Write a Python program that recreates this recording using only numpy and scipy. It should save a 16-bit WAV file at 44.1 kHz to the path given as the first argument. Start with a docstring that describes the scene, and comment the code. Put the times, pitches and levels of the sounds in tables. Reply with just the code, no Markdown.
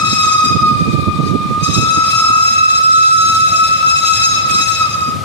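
"""Steam whistle nearing a platform

A steam locomotive rolls in, holding one long whistle note: wavering partials over a noise hiss of steam.
The valve eases off, opens again and is twice shut near the end. The note also returns later and flatter
from something behind the engine, late from a wall ahead, and rings on in sparse taps among the buildings.
Noise makes the wind that buffets the two microphone ports and the far train; a faint far hoot is a soft tone."""
import sys
import numpy as np
from scipy import signal
from scipy.io import wavfile
from scipy.ndimage import uniform_filter1d, minimum_filter1d

SR = 44100
rng = np.random.default_rng(int(sys.argv[2]) if len(sys.argv) > 2 else 0)


def inscribe(sig):
    """Save sig as 16-bit PCM at rate SR to the path in sys.argv[1].

    A 1-D sig is mono; a 2-D sig holds one channel per row.
    Samples are clipped to [-1, 1] before scaling.
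    """
    pcm = np.round(np.clip(np.atleast_2d(sig).T, -1, 1) * 32767)
    wavfile.write(sys.argv[1], SR, pcm.astype(np.int16))


N = 231436
LEAD = SR  # samples of run-up: the note is already sounding, so its echoes are too


def gain_of(db):
    """Decibels to a factor."""
    return 10 ** (np.asarray(db) / 20)


def evened(x):
    """Scales to rms 1."""
    return x / np.sqrt(np.mean(x ** 2) + 1e-20)


def read(points, hz):
    """Reads a spectrum on a log-frequency axis."""
    f, value = np.transpose(points)
    return np.interp(np.log(hz + 1), np.log(f + 1), value)


def curves(rows, t):
    """Reads every column of a curve table at the times t."""
    s, *columns = np.transpose(rows)
    return [np.interp(t, s, column) for column in columns]


def drift(size, hz):
    """Smooth chance of rms 1 that wanders up to about hz times a second."""
    low_pass = signal.butter(2, hz, fs=SR, output="sos")
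    return evened(signal.sosfilt(low_pass, rng.standard_normal(size)))


def noise(level_db, size, same, length):
    """Two channels of noise from a dB field level_db(hz, t); same = likeness of the channels."""
    hop = size // 4
    t = np.arange(length // hop + 5) * hop / SR
    hz = np.fft.rfftfreq(size, 1 / SR)[:, None]
    a, b, c, d = rng.standard_normal((len(t), len(hz), 4)).T
    same = np.clip(same, 0, 1)
    left = a + 1j * b
    right = same * left + np.sqrt(1 - same ** 2) * (c + 1j * d)
    spectrum = np.array([left, right]) * gain_of(level_db(hz, t))
    return signal.istft(spectrum, nperseg=size, noverlap=size * 3 // 4)[1][:, :length]


# the valve is shut: start_s, closing_s (time it takes), reopens_s (it starts to open again)
SHUTS = [(4.3, .1, 4.465), (4.78, 0.193, 5.6)]
SHUT_DB, DROOP_HZ, REOPEN_S = -60, 200, .055  # fully shut: level and pitch drop; time to snap back


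def valve(t):
    """Level change (dB) and pitch change (Hz): as the valve closes the note droops and dies."""
    closed = 0
    for start, closing, reopens in SHUTS:
        shutting = (t - start) / closing
        still_shut = 1 - (t - reopens) / REOPEN_S
        closed = closed + np.clip(np.minimum(shutting, still_shut), 0, 1)
    return SHUT_DB * closed ** 2, -DROOP_HZ * closed ** 1.2


# strength of the steam jet, heard in the overtones and the hiss: time_s, jet_db (relative)
JET = [(0.0, -26.5), (0.23, -23.5), (0.35, -27.5), (0.63, -34), (0.78, -36), (1.59, -40.5), (1.65, -30.5),
       (1.76, -25), (2.0, -29), (2.12, -24), (2.3, -29), (2.45, -26.5), (2.78, -29), (3.3, -26),
       (3.63, -27), (3.8, -28), (4.08, -23), (4.3, -23), (4.6, -20), (4.8, -30.5)]
FLUTTER_DB, FLUTTER_HZ = 2.5, 13.4  # rms depth and fastest rate of the puffing


def jet(t):
    """Strength of the jet in dB, puffing unevenly."""
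    return curves(JET, t)[0] + FLUTTER_DB * drift(len(t), FLUTTER_HZ)


# the note sinks briefly: time_s, change_db
DIPS = [(.47, -5), (.88, -12.5), (1.129, -12), (1.43, -12), (1.721, -24), (2.53, -19), (2.78, -0.5),
        (3.36, -4), (3.5, -2.5), (3.67, -5), (3.79, -11), (4.03, -15), (4.18, -12), (4.74, -5)]
DIP_S = 0.018  # spread of each bell-shaped dip


def dips(t):
    """Brief sinkings of the note, in dB."""
    return sum(db * np.exp(-.5 * ((t - s) / DIP_S) ** 2) for s, db in DIPS)


FADING_DB, FADING_HZ = 1.5, 4  # rms depth and fastest rate


def fading(t):
    """Slow swell and sink in dB as moving air crosses one path to a port."""
    return FADING_DB * drift(len(t), FADING_HZ)


# pitch of the direct note as it arrives, before droop and wavering: time_s, pitch_hz
PITCH = [(-0.15, 1284), (0.07, 1292), (0.25, 1274), (0.5, 1251), (0.75, 1228), (1.3, 1223), (1.45, 1216),
         (1.6, 1227), (1.68, 1285), (1.95, 1303), (2.2, 1309), (3.0, 1304), (3.3, 1307), (3.55, 1293),
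         (3.83, 1313), (4.05, 1295), (4.26, 1304), (4.53, 1288), (4.72, 1300)]
# partials of the bell: multiple (of the pitch), left_db, right_db (relative), left_lead_rad
PARTIALS = [(1, 2.5, 2.5, 0), (2, 1.5, -7.5, 2), (3, -0.5, -6.5, 5), (4, 3.5, -0.5, 3), (5, -3.5, -6, 2),
            (6, -9.5, -21.5, 4), (7, -14, -19, 4), (8, -23, -27, 2)]
# the fundamental reaches the ports by shifting paths: time_s, left_lead_rad (extra)
SWAY = [(.1, 1.28), (.85, 0.38), (1.35, 1.46), (2.1, 1.16), (2.4, 3.22), (3.9, 4.27), (4.15, 2.08),
        (4.9, 1.6)]
WANDER_RAD, WANDER_HZ = .3, 3  # quick unsteadiness of that lead: rms and fastest rate


def note(t, ratio, left_note_db, right_note_db, jet_db, overtone_db, unsteady, droop):
    """The whistle bell: partials on one wavering pitch; moving air makes each one swell and fade by itself."""
    valve_db, droop_hz = valve(t)
    steady_hz = (curves(PITCH, t)[0] + droop * droop_hz) * ratio
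    hz = steady_hz * (1 + 0.001057 * drift(len(t), 23.8))
    phase = 2 * np.pi * np.cumsum(hz) / SR
    sway = curves(SWAY, t)[0] + WANDER_RAD * drift(len(t), WANDER_HZ)
    out = np.zeros((2, len(t)))
    for k, left_db, right_db, lead in PARTIALS:
        db = valve_db
        if k == 1:  # only the fundamental follows the note level and the sway
            left_db, right_db = left_db + left_note_db, right_db + right_note_db
            lead = lead + sway
        else:
            # a weak blow loses its high partials first
            thin_db = 0.81 * (k - 2) * np.minimum(jet_db + 29.5, 0)
            db = 1.46 * valve_db + jet_db + thin_db + overtone_db
        # level and phase both waver; high partials smear more
        waver = drift(len(t), 29.4) + 1j * drift(len(t), 18.6)
        swell = 1 + unsteady * k ** 1.29 * waver
        wave = gain_of(db) * evened(abs(swell)) * np.exp(1j * (k * phase + np.angle(swell)))
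        out[0] += (wave * np.exp(1j * lead)).real * gain_of(left_db)
        out[1] += wave.real * gain_of(right_db)
    return out


# colour of the escaping steam: freq_hz, density_db (relative, per Hz)
HISS = [(500, -40), (900, -29), (1500, -5), (2300, -1), (2900, -10), (3400, -1), (5600, -1), (6900, -2.5),
        (8300, -7), (10000, -12.5), (12000, -12.5), (14500, -17.5)]
# stereo lean of the hiss: freq_hz, left_minus_right_db
HISS_BALANCE = [(700, -15), (1800, 3), (2900, 4.5), (3800, 23.5), (7000, -8), (8500, 21.5), (11000, 5.5),
                (14500, 10.5)]
HISS_DB = -28  # at a jet of -26 dB with the valve open
HISS_SHARE, HISS_SHUT_SHARE = 0.85, 0.25  # how far the hiss follows the jet and the valve, dB per dB


def steam(t, jet_db):
    """Hiss of the jet at the lip of the bell: noise in soft patches."""
    def field(hz, s):
        grain = rng.standard_normal((len(hz), len(s)))
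        patches = evened(uniform_filter1d(uniform_filter1d(grain, 8, 0), 12, 1))
        balance = read(HISS_BALANCE, hz) / 2
        # the treble of the jet grows and the low hiss sinks as the engine comes on; s counts from the start of
        # the run-up
        nearer_db = 0.23 * (s - 3.5) * np.log2(hz / 5000 + 0.15)
        return read(HISS, hz) + nearer_db + 2.5 * patches + np.array([balance, -balance])
    level_db = HISS_DB + HISS_SHARE * (jet_db + 26) + HISS_SHUT_SHARE * valve(t)[0]
    return gain_of(level_db) * evened(noise(field, size=512, same=0.16, length=len(t)))


# ring among the buildings: freq_hz, t60_s (time to die by 60 dB)
YARD = [(600, 1.3), (1300, 1.8), (3000, 1.0), (6000, .7), (12000, .35)]


def yard(x):
    """Sparse reflections from roofs and walls, each band dying at its own speed."""
    taps = np.zeros((2, 2 * SR))
    slots = np.arange(900, 2 * SR - 40, 40)
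    at = slots + rng.integers(0, 40, (2, len(slots)))  # one tap at a random place in each slot
    np.put_along_axis(taps, at, rng.choice([-1., 1.], at.shape), 1)
    hz, t, z = signal.stft(taps, SR, nperseg=256)
    decay_db = -60 * t / read(YARD, hz)[:, None]
    tail = signal.istft(z * gain_of(decay_db), SR, nperseg=256)[1]
    tail = tail / np.linalg.norm(tail[0])
    return signal.fftconvolve(x, tail, axes=1)[:, :x.shape[1]]


# blow of the direct fundamental at each port: time_s, left_db, right_db (before its partial level)
BLOW = [(0.0, -19.5, -26), (0.4, -13.5, -13.5), (0.75, -14, -14), (0.95, -22, -26), (1.4, -22.5, -21),
        (1.7, -21.5, -15.5), (1.9, -7.5, -12), (2.1, -15, -14.5), (2.4, -13.5, -15.5), (2.7, -16, -7),
        (3.1, -4, -3.5), (3.35, -7.5, -14.5), (3.65, -14, -11), (3.9, -9.5, -16.5), (4.1, -10, -33),
        (4.25, -10, -6.5), (4.55, -12.5, -19), (4.68, -10.5, -18.5), (4.8, -12.5, -9.5)]
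# fundamental of the echo as it arrives: time_s, note_db (before its partial level)
ECHO = [(0, -17.5), (.3, -11), (.6, -25.5), (.9, -29), (1.8, -30), (2, -17.5), (2.7, -10.5), (3.1, -31),
        (3.6, -22), (4.1, -24), (4.5, -24.5), (4.9, -22.5), (5.25, -18)]
# overtones of the echo: time_s, offset_db (added to the jet strength)
ECHO_OVERTONES = [(0, -11.5), (1.4, -3), (2.7, -13), (4.3, -18), (5, -6)]
ECHO_LAG_S, ECHO_PITCH = .148, .9685  # lag at time zero, pitch ratio
WALL_S, WALL_DB, WALL_DB_PER_S = .21, -7, 6  # delay, level at 5 s, growth as the engine nears the wall
YARD_DB = -6.5


def whistle():
    """Direct note and hiss, the flatter echo from behind the moving engine, a late return and the yard's ring."""
    t = np.arange(-LEAD, N) / SR
    left_db, right_db = curves(BLOW, t) + dips(t)
    jet_db = jet(t)
    bell = note(t, 1, left_db + fading(t), right_db + fading(t), jet_db,
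                overtone_db=5, unsteady=.14, droop=1)
    direct = bell + steam(t, jet_db)
    # the engine draws away from the reflector: the echo is stretched in time and falls ever further behind;
    # over that scattered path little is heard of the droop
    then = ECHO_PITCH * t - ECHO_LAG_S
    echo_db = curves(ECHO, t)[0]
    echo = note(then, ECHO_PITCH, echo_db, echo_db, jet(then),
                overtone_db=curves(ECHO_OVERTONES, t)[0], unsteady=.1, droop=.15)
    # one late, dull return at full pitch
    dulled = uniform_filter1d(direct, size=5, axis=1)
    late = np.roll(dulled, round(WALL_S * SR), axis=1)
    wall = gain_of(WALL_DB + WALL_DB_PER_S * (t - 5)) * late
    ring = gain_of(YARD_DB) * yard(direct + .5 * echo)
    return (direct + echo + wall + ring)[:, LEAD:]


# wind strength at each port, before the low cut: time_s, left_db, right_db
WIND = [(0.0, -30, -23), (0.4, -27.5, -26), (0.67, -19, -18.5), (1.0, -22, -13.5), (1.17, -25, -17.5),
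        (1.33, -25, -11.5), (1.5, -27, -20.5), (1.67, -24, -19.5), (1.83, -27, -11.5), (2.0, -26.5, -26.5),
        (2.8, -40, -31.5), (3.3, -30, -26.5), (3.8, -42, -30), (4.3, -27.5, -32.5), (4.6, -25.5, -25.5),
        (4.83, -34.5, -32), (5.1, -25.5, -25.5)]
# colour of weak wind: freq_hz, density_db (relative, per Hz)
CALM = [(30, -52), (55, -40), (85, 5), (140, -3.5), (250, -14), (500, -37), (1000, -36), (2000, -74)]
# colour of strong gusts: freq_hz, density_db (relative, per Hz)
GUST = [(30, -53), (55, -15), (90, -1), (170, 0), (300, -8), (500, -17.5), (1000, -38.5), (2000, -81)]
# the strongest eddies: time_s, port (0 left, 1 right), peak_db (nominal, before the low cut)
BUFFETS = [(0.077, 0, -18), (0.133, 1, -9), (0.461, 0, -22), (0.517, 1, -7), (0.561, 1, -1), (0.72, 1, -4),
           (0.817, 1, -1.5), (0.894, 0, -15), (0.894, 1, -6), (0.949, 1, 0), (0.991, 1, -2),
           (1.085, 1, 0.5), (1.2, 1, -2), (1.27, 1, -15), (1.356, 1, 2), (1.458, 0, -20), (1.502, 0, -16),
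           (1.513, 1, -13), (1.557, 0, -23), (1.693, 1, -6), (1.786, 1, 4.5), (1.978, 1, -9.5),
           (2.302, 1, -16)]
BUFFET_S = 0.0077  # spread of each bell-shaped burst


def wind():
    """Lumpy pressure on each port by itself; strong gusts reach higher."""
    t = np.arange(N) / SR
    out = np.zeros((2, N))
    calm = noise(lambda hz, s: read(CALM, hz), size=1024, same=0.35, length=N)
    gust = noise(lambda hz, s: read(GUST, hz), size=1024, same=0, length=N)
    for port, db in enumerate(curves(WIND, t)):
        share = np.clip((db + 34.5) / 12, 0, 1)  # the stronger the wind, the more gust in it
        lumps = evened(gain_of(4.07 * drift(N, 19)))  # eddies tumbling past the opening
        weak = np.sqrt(1 - share) * evened(calm[port])
        strong = np.sqrt(share) * lumps * evened(gust[port])
        out[port] = gain_of(db) * (weak + strong)
    # the gust colour at an even strength
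    steady = gust / np.sqrt(uniform_filter1d(gust ** 2, 600, axis=1) * 2 + 1e-12)
    for s, port, db in BUFFETS:
        burst = np.exp(-.5 * ((t - s) / BUFFET_S) ** 2)
        out[port] += gain_of(db) * burst * steady[port]
    return out


# rolling wheels and far station air: freq_hz, density_db (relative, per Hz)
TRAIN = [(40, -18), (90, 4.5), (200, -8), (420, -14.5), (560, -8), (700, -12.5), (1500, -17.5),
         (4000, -17.5), (9000, -33), (14500, -44)]
TRAIN_DB, NEARING_DB_PER_S = -33, 0.49
CLEARING_DB = 1.16  # treble gain per second and per octave above 4 kHz


def train():
    """Far rumble of the rolling train: noise that grows and gains treble."""
    def field(hz, s):
        octaves_up = np.log2(np.maximum(hz / 4000, 1))
        return read(TRAIN, hz) + CLEARING_DB * s * octaves_up
    rumble = evened(noise(field, size=1024, same=.6, length=N))
    return gain_of(TRAIN_DB + NEARING_DB_PER_S * np.arange(N) / SR) * rumble


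# a faint far hoot: start_s, end_s, pitch_hz
HOOT = (3.44, 3.66, 672)
HOOT_DB = -36  # at its peak


def hoot():
    """One soft, slightly wavering tone from far off."""
    start, end, hz = HOOT
    t = np.arange(N) / SR
    shape = np.sin(np.pi * np.clip((t - start) / (end - start), 0, 1))
    phase = 2 * np.pi * np.cumsum(hz + 4 * drift(N, 6.6)) / SR
    return gain_of(HOOT_DB) * shape * np.sin(phase)


def scene():
    """Everything that reaches the microphone."""
    return whistle() + wind() + train() + hoot()


LOW_CUT_HZ, EDGE_HZ = 78, 14280  # lower and upper band limits
THRESHOLD_DB, PEAK_FALL_DB_PER_S = -3.5, 90  # where limiting starts; how fast the held peak sinks


def record(dry):
    """Low cut, a soft limiter on each channel that the gusts push down, and the band limit."""
    x = signal.sosfilt(signal.butter(4, LOW_CUT_HZ, "high", fs=SR, output="sos"), dry)
    peak = -minimum_filter1d(-abs(x), 101, axis=1)  # the largest sample nearby
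    peak_db = 20 * np.log10(peak + 1e-9)
    fall = np.arange(N) * PEAK_FALL_DB_PER_S / SR
    held_db = np.maximum.accumulate(peak_db + fall, axis=1) - fall
    over_db = np.maximum(held_db - THRESHOLD_DB, 0)
    x = x / gain_of(.75 * uniform_filter1d(over_db, 100, axis=1))  # takes off three quarters of the excess
    band_limit = signal.firwin(1023, EDGE_HZ, window=("kaiser", 10), fs=SR)
    return signal.oaconvolve(x, band_limit[None], "same")


dry = scene()
out = record(dry)
inscribe(out)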